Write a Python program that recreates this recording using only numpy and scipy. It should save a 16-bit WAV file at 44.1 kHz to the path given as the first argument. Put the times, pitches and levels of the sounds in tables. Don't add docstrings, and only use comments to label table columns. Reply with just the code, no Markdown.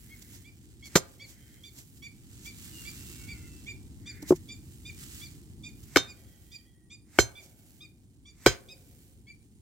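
import sys
import numpy as np
from scipy import signal
from scipy.fft import rfft, irfft, next_fast_len
from scipy.io import wavfile
from scipy.ndimage import map_coordinates

SR = 44100
rng = np.random.default_rng(int(sys.argv[2]) if len(sys.argv) > 2 else 0)


def transcribe(signal):
    frames = np.atleast_2d(signal).T
    limited = np.clip(frames, -1, 1)
    pcm = np.round(limited * 32767).astype(np.int16)
    wavfile.write(sys.argv[1], SR, pcm)


N = 423801

# start_s, thump_db, ground_heave_db, crack_db,
# crunch_db, crumbling_db (against the crunch), ring_db, ring_length_factor, ring_tilt_db_per_octave,
# freest_mode_hz, its_boost_db, rebound_delay_s, rebound_db
BLOWS = [(0.9552, -11, -29, -19.5, -12.5, -32, -18, 0.56, 5.5, 5294, 3, .0075, -6),
         (5.9604, -10, -23, -9.5, -15, -20, -24.5, 1, -4.5, 3665, 14.5, .0085, -7),
         (7.1876, -9, -15, -8.5, -20, -19, -22.5, 1, 2.5, 6109, 1, 0.0032, -15),
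         (8.4621, -6.5, -17.5, -11, -13.5, -15.5, -21.5, 1.0, -5, 5009, 1, .003, -9)]


def amp(db):
    return 10 ** (np.asarray(db) / 20)


def unit(x):
    return x / np.sqrt(np.mean(x ** 2) + 1e-20)


def fade(t, t60):
    return np.exp(-np.log(1000) * t / t60)


def along(points, hz):
    f, v = np.transpose(points)
    return np.interp(np.log(hz + 1), np.log(f + 1), v)


def curves(rows):
    s, *cols = np.transpose(rows)
    return [np.interp(np.arange(N) / SR, s, c) for c in cols]


def wobble(rate, size=N):
    knots = rng.standard_normal(int(size * rate / SR) + 4)
    return map_coordinates(knots, [np.arange(size) * rate / SR])


def held(start, length, attack, release):
    t = np.arange(N) / SR - start
    return np.exp(np.minimum(t, 0) / attack - np.maximum(t - length, 0) / release)


def filtered(x, response):
    n = x.shape[-1]
    m = next_fast_len(n + 4096)
    return irfft(rfft(x, m) * response(np.fft.rfftfreq(m, 1 / SR)), m)[..., :n]


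def noise(spectrum, size=N):
    # pitch_hz, correlation
    alike = [(30, .1), (70, .4), (140, .85), (300, .95), (1000, .7), (3000, .45), (8000, .3), (13000, .45)]

    def mid_side(hz):
        turn = np.arccos(np.clip(along(alike, hz), -1, 1)) / 2
        return amp(along(spectrum, hz)) * [np.cos(turn), np.sin(turn)]

    mid, side = filtered(rng.standard_normal((2, size)), mid_side)
    return unit(np.array([mid + side, mid - side]))


def add(track, s, sound):
    i = max(round(s * SR), 0)
    track[..., i:i + sound.shape[-1]] += sound[..., :N - i]


def ramming(lead=0.0015, lead_db=-14, crush_t60=0.055, drag_db=-51, rebound_grit_db=-3):
    # pitch_hz, level_db, t60_s
    soil = [(179, -16.5, .05), (336, 2.5, 0.036), (406.7, -3, 0.049), (508, -5, 0.042), (696, -14, 0.029)]
    # pitch_hz, level_db, t60_s
    ground = [(63, -3, 0.14), (108, -7.5, 0.23)]
    # pitch_hz, level_db, t60_s
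    stone = [(796, -3.5, 0.022), (1170, 1.5, 0.0063), (1508, -0.5, .028), (2257, 1, 0.022),
             (3135, -2.5, 0.014)]
    # pitch_hz, relative_level_db
    crunch = [(100, -37), (300, -3.5), (800, 1.5), (1500, 0), (2300, -9.5), (2800, -10), (4500, -4),
              (8000, -15.5), (9800, -25.5), (12000, -16.5), (16000, -25)]
    # pitch_hz, relative_level_db
    drag = [(200, -19.5), (700, -10), (1400, -9), (2100, -3), (3000, -13.5), (7500, -7.5), (10000, -18.5),
            (12500, -13.5), (16000, -20)]
    # pitch_hz, relative_level_db
    crumbs = [(150, -15.5), (400, -5.5), (1100, -9), (2200, -2.5), (2900, -7), (4500, -12.5), (7000, -12.5),
              (10000, -25.5), (16000, -25.5)]
    stiffening = 1.04
    drag_t60, crumble_t60, grain_db = .3, .23, 5.5
    out, t = np.zeros((2, N)), np.arange(SR // 2) / SR
    n = len(t)
    for (s, thump_db, heave_db, crack_db, crunch_db, crumble_db, ring_db,
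         length, tilt_db, free_hz, free_db, rebound, rebound_db) in BLOWS:
        add(out, s - n / SR, amp(drag_db) * fade(t, drag_t60)[::-1] * noise(drag, size=n))
        graze = fade(t, 0.018) * noise(crunch, size=n)
        add(out, s - lead, amp(crunch_db + lead_db) * graze)

        thump = knock(soil, t, stiffening, rise=0.0009)
        heave = np.array([knock(ground, t, rng.uniform(.8, 1.2), rise=.01) for ear in range(2)])
        add(out, s, amp(thump_db) * thump + amp(heave_db) * heave)
        ring = bar_ring(t, length, tilt_db, free_hz, free_db) + weak_modes(t, length, tilt_db)
        add(out, s, amp(ring_db) * ring)

        for delay, db, grit_db in [(0, 0, 0), (rebound, rebound_db, rebound_grit_db)]:
            crush = fade(t, crush_t60) * (1 - np.exp(-t / 0.00017))
            grit = crush * amp(grain_db * wobble(700, size=n)) * noise(crunch, size=n)
            crack = knock(stone, t, rng.normal(1, .015), rise=.0004)
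            add(out, s + delay, amp(db) * (amp(crack_db) * crack + amp(crunch_db + grit_db) * grit))

        clumps = unit(amp(2 * wobble(500, size=n) + wobble(70, size=n)))
        crumbling = fade(t, crumble_t60) * clumps * noise(crumbs, size=n)
        add(out, s, amp(crunch_db + crumble_db) * crumbling)
    return out


def knock(modes, t, pitch, rise):
    ring = 0
    for k, (hz, db, t60) in enumerate(modes):
        level = amp(db + rng.normal(0, 1))
        ring += (-1) ** k * level * fade(t, t60) * np.sin(2 * np.pi * hz * pitch * t)
    return ring * (1 - np.exp(-t / rise))


def bar_ring(t, length, tilt_db, free_hz, free_db):
    # pitch_hz, level_db, t60_s
    bar = [(1540, -4.5, .11), (2262, -5.5, .1), (3091, -6.5, .14), (3180, -6, .12), (3249, -8, .13),
           (3665, -14, .17), (4015, -4.5, .1), (4175, 1.5, .14), (5009, -4, .12), (5294, -3.5, .12),
           (5413, -6, .11), (6109, 4, .115), (6467, -9, .19), (7105, -1, .13), (7304, -1, .12),
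           (7860, -14, .12), (8584, -11, .11), (8837, -15, .18), (10620, -20, .14), (11370, -15, .08),
           (12420, -13, .13), (13700, -20, .13)]
    rise, free_length = .008, 1.3
    ring = np.zeros((2, len(t)))
    freest = np.argmin([abs(hz - free_hz) for hz, _, _ in bar])
    for k, (hz, db, t60) in enumerate(bar):
        free = k == freest
        level = db + tilt_db * np.log2(hz / 5000) + free * free_db + rng.normal(0, 1.5)
        blur = .25 * wobble(150, size=len(t))
        phase = rng.uniform(0, 2 * np.pi) + rng.normal(0, .6, (2, 1)) + blur
        decay = fade(t, t60 * length * free_length ** free)
        ring += amp(level) * decay * np.sin(2 * np.pi * hz * t + phase)
    return ring * (1 - np.exp(-t / rise))


def weak_modes(t, length, tilt_db, db=-19, t60=0.033, count=36):
    hz = np.exp(rng.uniform(np.log(1200), np.log(14000), (count, 1)))
    level = db + tilt_db * np.log2(hz / 5000) - 9 * (hz > 9000)
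    phase = rng.uniform(0, 2 * np.pi, (count, 1)) + rng.normal(0, .7, (2, count, 1))
    ring = np.sum(amp(level) * np.sin(2 * np.pi * hz * t + phase), axis=1)
    return ring * fade(t, t60 * length) * (1 - np.exp(-t / .004))


def hole_thumps(puff_db=-17):
    # start_s, level_db, pitch_hz, t60_s
    thumps = [(0.956, -4.5, 175, 0.032), (4.2255, -31, 298.7, 0.07), (4.3066, 2, 366.6, 0.03),
              (4.3201, -3, 357.6, 0.046), (5.9603, -11.5, 278.5, 0.063), (8.465, -19, 130.5, 0.11)]
    # pitch_hz, relative_level_db
    puff_spectrum = [(80, -14.5), (250, 1.5), (600, -0.5), (1050, -4), (1500, -24), (4000, -47)]
    earth_wall = [(160.2, -28.5, .14)]
    out, t = np.zeros((2, N)), np.arange(SR // 4) / SR
    for s, db, hz, t60 in thumps:
        note = np.sin(2 * np.pi * hz * t) * (1 - np.exp(-t / 0.002))
        puff = noise(puff_spectrum, size=len(t)) * (1 - np.exp(-t / 0.00057))
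        add(out, s, amp(db) * fade(t, t60) * (note + amp(puff_db) * puff))
        add(out, s, amp(db) * knock(earth_wall, t, 1, rise=.004))
    return out


def grass(shuffle_db=-8, blades_db=1.0, fine_db=7):
    # start_s, length_s, grass_db, fine_hiss_db
    brushes = [(0.0, .36, -64, -65.5), (1.659, .34, -80, -70.5), (2.332, 1.33, -60.5, -69.5),
               (2.645, 0.5, -56, -61.5), (4.129, 0.69, -67, -71.5), (5.025, 0.18, -51.5, -58.5),
               (5.78, .1, -67, -69)]
    # time_s, level_db
    stir_points = [(0, -66.5), (6.0, -67.5), (6.7, -78), (9.6, -74.5)]
    # pitch_hz, relative_level_db
    shuffle = [(300, -26), (800, -12), (1300, -0.5), (2000, 3), (3000, 1.5), (4500, -27), (8000, -37.5)]
    # pitch_hz, relative_level_db
    blades = [(1500, -27.5), (3000, -2.5), (4300, -1), (6000, -1), (7700, 4.5), (9400, -2), (10200, -19),
              (14000, -49)]
    # pitch_hz, relative_level_db
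    hiss = [(5000, -36), (9500, -7), (11000, -3.5), (12500, -1.5), (16000, -2.5)]
    attack, release = 0.078, 0.11
    lift_delay, lift_length, lift_db = 0.097, 0.5, -68.5
    stir_fine_db, lift_fine_db = -9, -3
    stir_db, = curves(stir_points)
    stir = amp(stir_db)
    brushing, fine_brushing = np.zeros((2, N))
    for s, length, db, hiss_db in brushes:
        swell = held(s, length, attack, release)
        brushing += amp(db) * swell
        fine_brushing += amp(hiss_db) * swell
    lifts = amp(lift_db) * sum(held(blow[0] + lift_delay, lift_length, attack, release) for blow in BLOWS)
    coarse = np.linalg.norm([stir, brushing, lifts], axis=0)
    fine = np.linalg.norm([amp(stir_fine_db) * stir, fine_brushing, amp(lift_fine_db) * lifts], axis=0)
    grains = unit(amp(2.4 * wobble(600) + .6 * wobble(25)))
    body = amp(shuffle_db) * noise(shuffle) + amp(blades_db) * noise(blades)
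    return grains * (coarse * body + amp(fine_db) * fine * noise(hiss))


def scuffs(grain_db=1.5):
    # middle_s, level_db, rise_and_decay_constant_s
    slides = [(0.225, -45.5, 0.005), (0.352, -50.5, .035), (0.858, -48.5, .003), (0.872, -47, 0.013),
              (1.301, -52, .035), (1.79, -48, .03), (1.975, -58.5, 0.018), (2.463, -44.5, 0.023),
              (4.228, -42.5, .004), (4.296, -36, 0.013), (4.322, -45.5, .003), (4.363, -46.5, 0.0089),
              (5.837, -52.5, .008), (7.442, -54.5, 0.032)]
    # pitch_hz, relative_level_db
    grit = [(300, -12.5), (1000, -10.5), (2500, -5), (4500, -2.5), (7500, 4), (10000, -9), (12500, -2),
            (16000, -8)]
    t = np.arange(N) / SR
    swell = sum(amp(db) * np.exp(-np.abs(t - s) / length) for s, db, length in slides)
    return swell * unit(noise(grit) * amp(grain_db * wobble(1000)))


def alarm_bird(jitter=0.011, flutter_db=3, odd_fade_db=14, upper_swell_db=5, hoarse_db=-18):
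    # middle_s, top_pitch_hz, level_db, odd_overtones_db
    calls = [(0.125, 1096, -53, -15), (0.475, 1189, -52.5, -9.5), (0.857, 1127, -49, -2.5),
             (1.228, 1157, -50, -4), (1.668, 1187, -53.5, 2.5), (2.054, 1173, -47.5, -4.5),
             (2.484, 1174, -48, -4), (2.882, 1181, -44, -10), (3.311, 1186, -44, -10),
             (3.697, 1195, -42, -7), (4.092, 1205, -44.5, -1.5), (4.518, 1203, -45.5, -4),
             (4.883, 1218, -46, -4), (5.244, 1185, -49.5, -0.5), (5.667, 1216, -47.5, -2.5),
             (6.10, 1232, -51.5, -8.5), (6.548, 1218, -52, 0), (6.934, 1220, -54.5, 3),
             (7.385, 1192, -50, 2), (7.838, 1229, -52, 2), (8.287, 1193, -56.5, 2.5),
             (8.717, 1257, -49.5, -2.5), (9.30, 1166, -49, -17)]
    overtones = [-27, 1, -3.5, -1, -9.5, -6.5, -18]
    # time_from_middle_s, pitch_factor, level_db
    call_shape = [(-.037, .9, -35), (-.029, .95, -8), (-.016, .988, -3), (0, 1, 0), (.015, .988, -2),
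                  (.026, .94, -9), (.036, .87, -32)]
    # time_s, level_db
    brightness = [(0.4, -12.5), (1.2, 0.5), (3.7, -4), (4.1, 1), (6.9, 1.5), (7.4, -10), (7.8, -9),
                  (8.3, 1), (9.3, -9)]
    rasp = .022
    out = np.zeros((2, N))
    when, bend, swell = np.transpose(call_shape)
    t = np.arange(when[0], when[-1], 1 / SR)
    n = len(t)
    rasping = np.clip(t / when[0], 0, 1) + np.clip(t / when[-1], 0, 1) ** 4 / 2
    for s, hz, db, odd_db in calls:
        upper_db = np.interp(s, *np.transpose(brightness)) + upper_swell_db * t / when[-1]
        slant = rng.normal(0, .35) * t
        unsteady = jitter * wobble(250, size=n) + rasp * rasping * wobble(820, size=n)
        pitch = hz * (np.interp(t, when, bend) + slant + unsteady)
        phase = 2 * np.pi * np.cumsum(pitch) / SR
        for k, level in enumerate(overtones, 1):
            colour = level + upper_db * (k > 3) + (k % 2) * (odd_db - odd_fade_db * t / when[-1])
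            ear_db, ear_phase = rng.normal(0, 1.8, (2, 1)), rng.normal(0, .7, (2, 1))
            course_db = np.interp(t, when, swell) + flutter_db * wobble(90, size=n)
            gain = amp(db + colour + ear_db + course_db)
            hoarse = 1 + amp(hoarse_db) * wobble(1200, size=n)
            add(out, s + when[0], gain * hoarse * np.sin(k * phase + ear_phase))
    return out * amp([[-1.5], [1.5]])


def distant_birds(attack=.03, release=0.058, waver=.024):
    # start_s, length_s, level_db
    cry_times = [(0.067, 0.31, -70), (1.337, 0.24, -69.5), (4.082, 0.2, -59.5)]
    # pitch_hz, relative_level_db
    cry = [(1000, -44), (1450, -14), (1750, -9), (2100, -4), (2450, -17.5), (3200, -46)]
    # start_s, length_s, pitch_hz, sag_hz_per_s, level_db
    far_notes = [(1.37, 0.24, 3170, 0.5, -72), (3.2, 0.24, 2236, 653.5, -61), (3.22, 0.23, 1480, 301, -70),
                 (6.2, .52, 3220, -0.5, -75), (6.2, .65, 1950, 61.5, -77)]
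    t = np.arange(N) / SR
    cries = sum(amp(db) * held(s, length, attack, release) for s, length, db in cry_times) * noise(cry)
    drift = 1 + waver * wobble(200)
    notes = 0
    for s, length, hz, sag, db in far_notes:
        pitch = (hz - sag * (t - s)) * drift
        tone = np.sin(2 * np.pi * np.cumsum(pitch) / SR)
        notes += amp(db) * held(s, length, attack, release) * tone
    return cries + notes * amp(3.7 * wobble(30))


def far_bird():
    # time_s, pitch_hz, level_db
    whistle = [(2.68, 2990, -84), (2.76, 2840, -50.5), (2.9, 2700, -66), (3.2, 2724, -64.5),
               (3.55, 2653, -68), (3.8, 2720, -78)]
    hz, db = curves(whistle)
    t = np.arange(N) / SR
    singing = (t > whistle[0][0]) & (t < whistle[-1][0])
    phase = 2 * np.pi * np.cumsum(hz * (1 + .004 * wobble(80))) / SR
    return singing * amp(db + 2.5 * wobble(30)) * np.sin(phase)


def insects(db=-77):
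    # pitch_hz, relative_level_db
    chorus = [(3000, -49.5), (8300, -24.5), (9000, -4), (9500, -4), (9900, -21), (11000, -59)]
    swell_db = 2.5 * wobble(1.5) + 1.5 * wobble(60)
    return amp(db + swell_db) * noise(chorus)


def rumble():
    # time_s, level_db
    air = [(0.0, -51.5), (0.99, -54), (1.15, -56), (2.27, -52), (3.07, -46.5), (5.29, -50), (5.64, -48),
           (6.23, -54.5), (6.71, -57.5), (9.6, -56.5)]
    # pitch_hz, relative_level_db
    low_air = [(13, -47), (22, -23), (35, -10.5), (53, 1), (108, 0), (178, -7.5), (214, -7), (320, -10),
               (494, -28.5), (594, -36), (777, -33), (1070, -40), (1200, -43), (1560, -53.5), (2640, -120)]
    level_db, = curves(air)
    return amp(level_db + 0.56 * wobble(9)) * noise(low_air)


def field(x):
    # pitch_hz, t60_s
    scatter = [(100, .35), (350, .3), (800, .4), (2000, .28), (5000, .24), (14000, .14)]
    hz, t, z = signal.stft(rng.standard_normal((2, SR // 2)), SR, nperseg=256)
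    tail = signal.istft(z * fade(t, along(scatter, hz)[:, None]), SR, nperseg=256)[1]
    tail = tail * (1 - np.exp(-np.arange(tail.shape[1]) / SR / 0.015))
    return signal.fftconvolve(x, tail / np.linalg.norm(tail[0]), axes=1)[:, :N]


def far_echo(x, t60=2.0):
    # pitch_hz, relative_level_db
    answer = [(100, -17.5), (400, 0), (800, 2.5), (1200, -12.5), (2500, -4.5), (6000, -26.5),
              (14000, -52.5)]
    t = np.arange(SR) / SR
    tail = noise(answer, size=SR) * fade(t, t60) * (1 - np.exp(-t / 0.071))
    return signal.fftconvolve(x, tail / np.linalg.norm(tail[0]), axes=1)[:, :N]


def scene():
    # pitch_hz, left_minus_right_db
    lean = [(100, 1), (400, 0.5), (1000, -1), (1600, 3.5), (3100, 3), (4200, -6), (6100, -7.5), (8700, -14),
            (10500, -2.5), (14000, -1)]
    # pitch_hz, lead_rad
    lead = [(60, -0.5), (150, 0), (450, 0), (850, 0.6), (2000, 0), (3000, 0), (5000, 1.1), (8000, 1.1),
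            (16000, 0)]
    ears = np.array([[1], [-1]]) / 2
    rustle_lag = .00018

    def from_hole(hz):
        return amp(ears * along(lean, hz)) * np.exp(1j * ears * along(lead, hz))

    def from_right(hz):
        return np.exp(-2j * np.pi * hz * ears * rustle_lag)

    blows = filtered(ramming(), from_hole)
    work = blows + filtered(hole_thumps(), from_hole)
    birds = alarm_bird() + far_bird() + distant_birds()
    underfoot = filtered(grass() + scuffs(), from_right)
    rustle = (underfoot + insects()) * amp([[-1.8], [1.8]])
    scattered = field(amp(-25.5) * blows + amp(-13) * birds)
    echoes = scattered + far_echo(amp(-48.5) * blows)
    return work + birds + rustle + rumble() + echoes


def record(dry):
    top, band_limit_hz = .95, 15900
    thinned = signal.sosfilt(signal.butter(2, 32, "highpass", fs=SR, output="sos"), dry)
    rounded = thinned / (1 + np.abs(thinned / top) ** 6) ** (1 / 6)
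    return filtered(rounded, lambda hz: hz < band_limit_hz)


dry = scene()
out = record(dry)
transcribe(out)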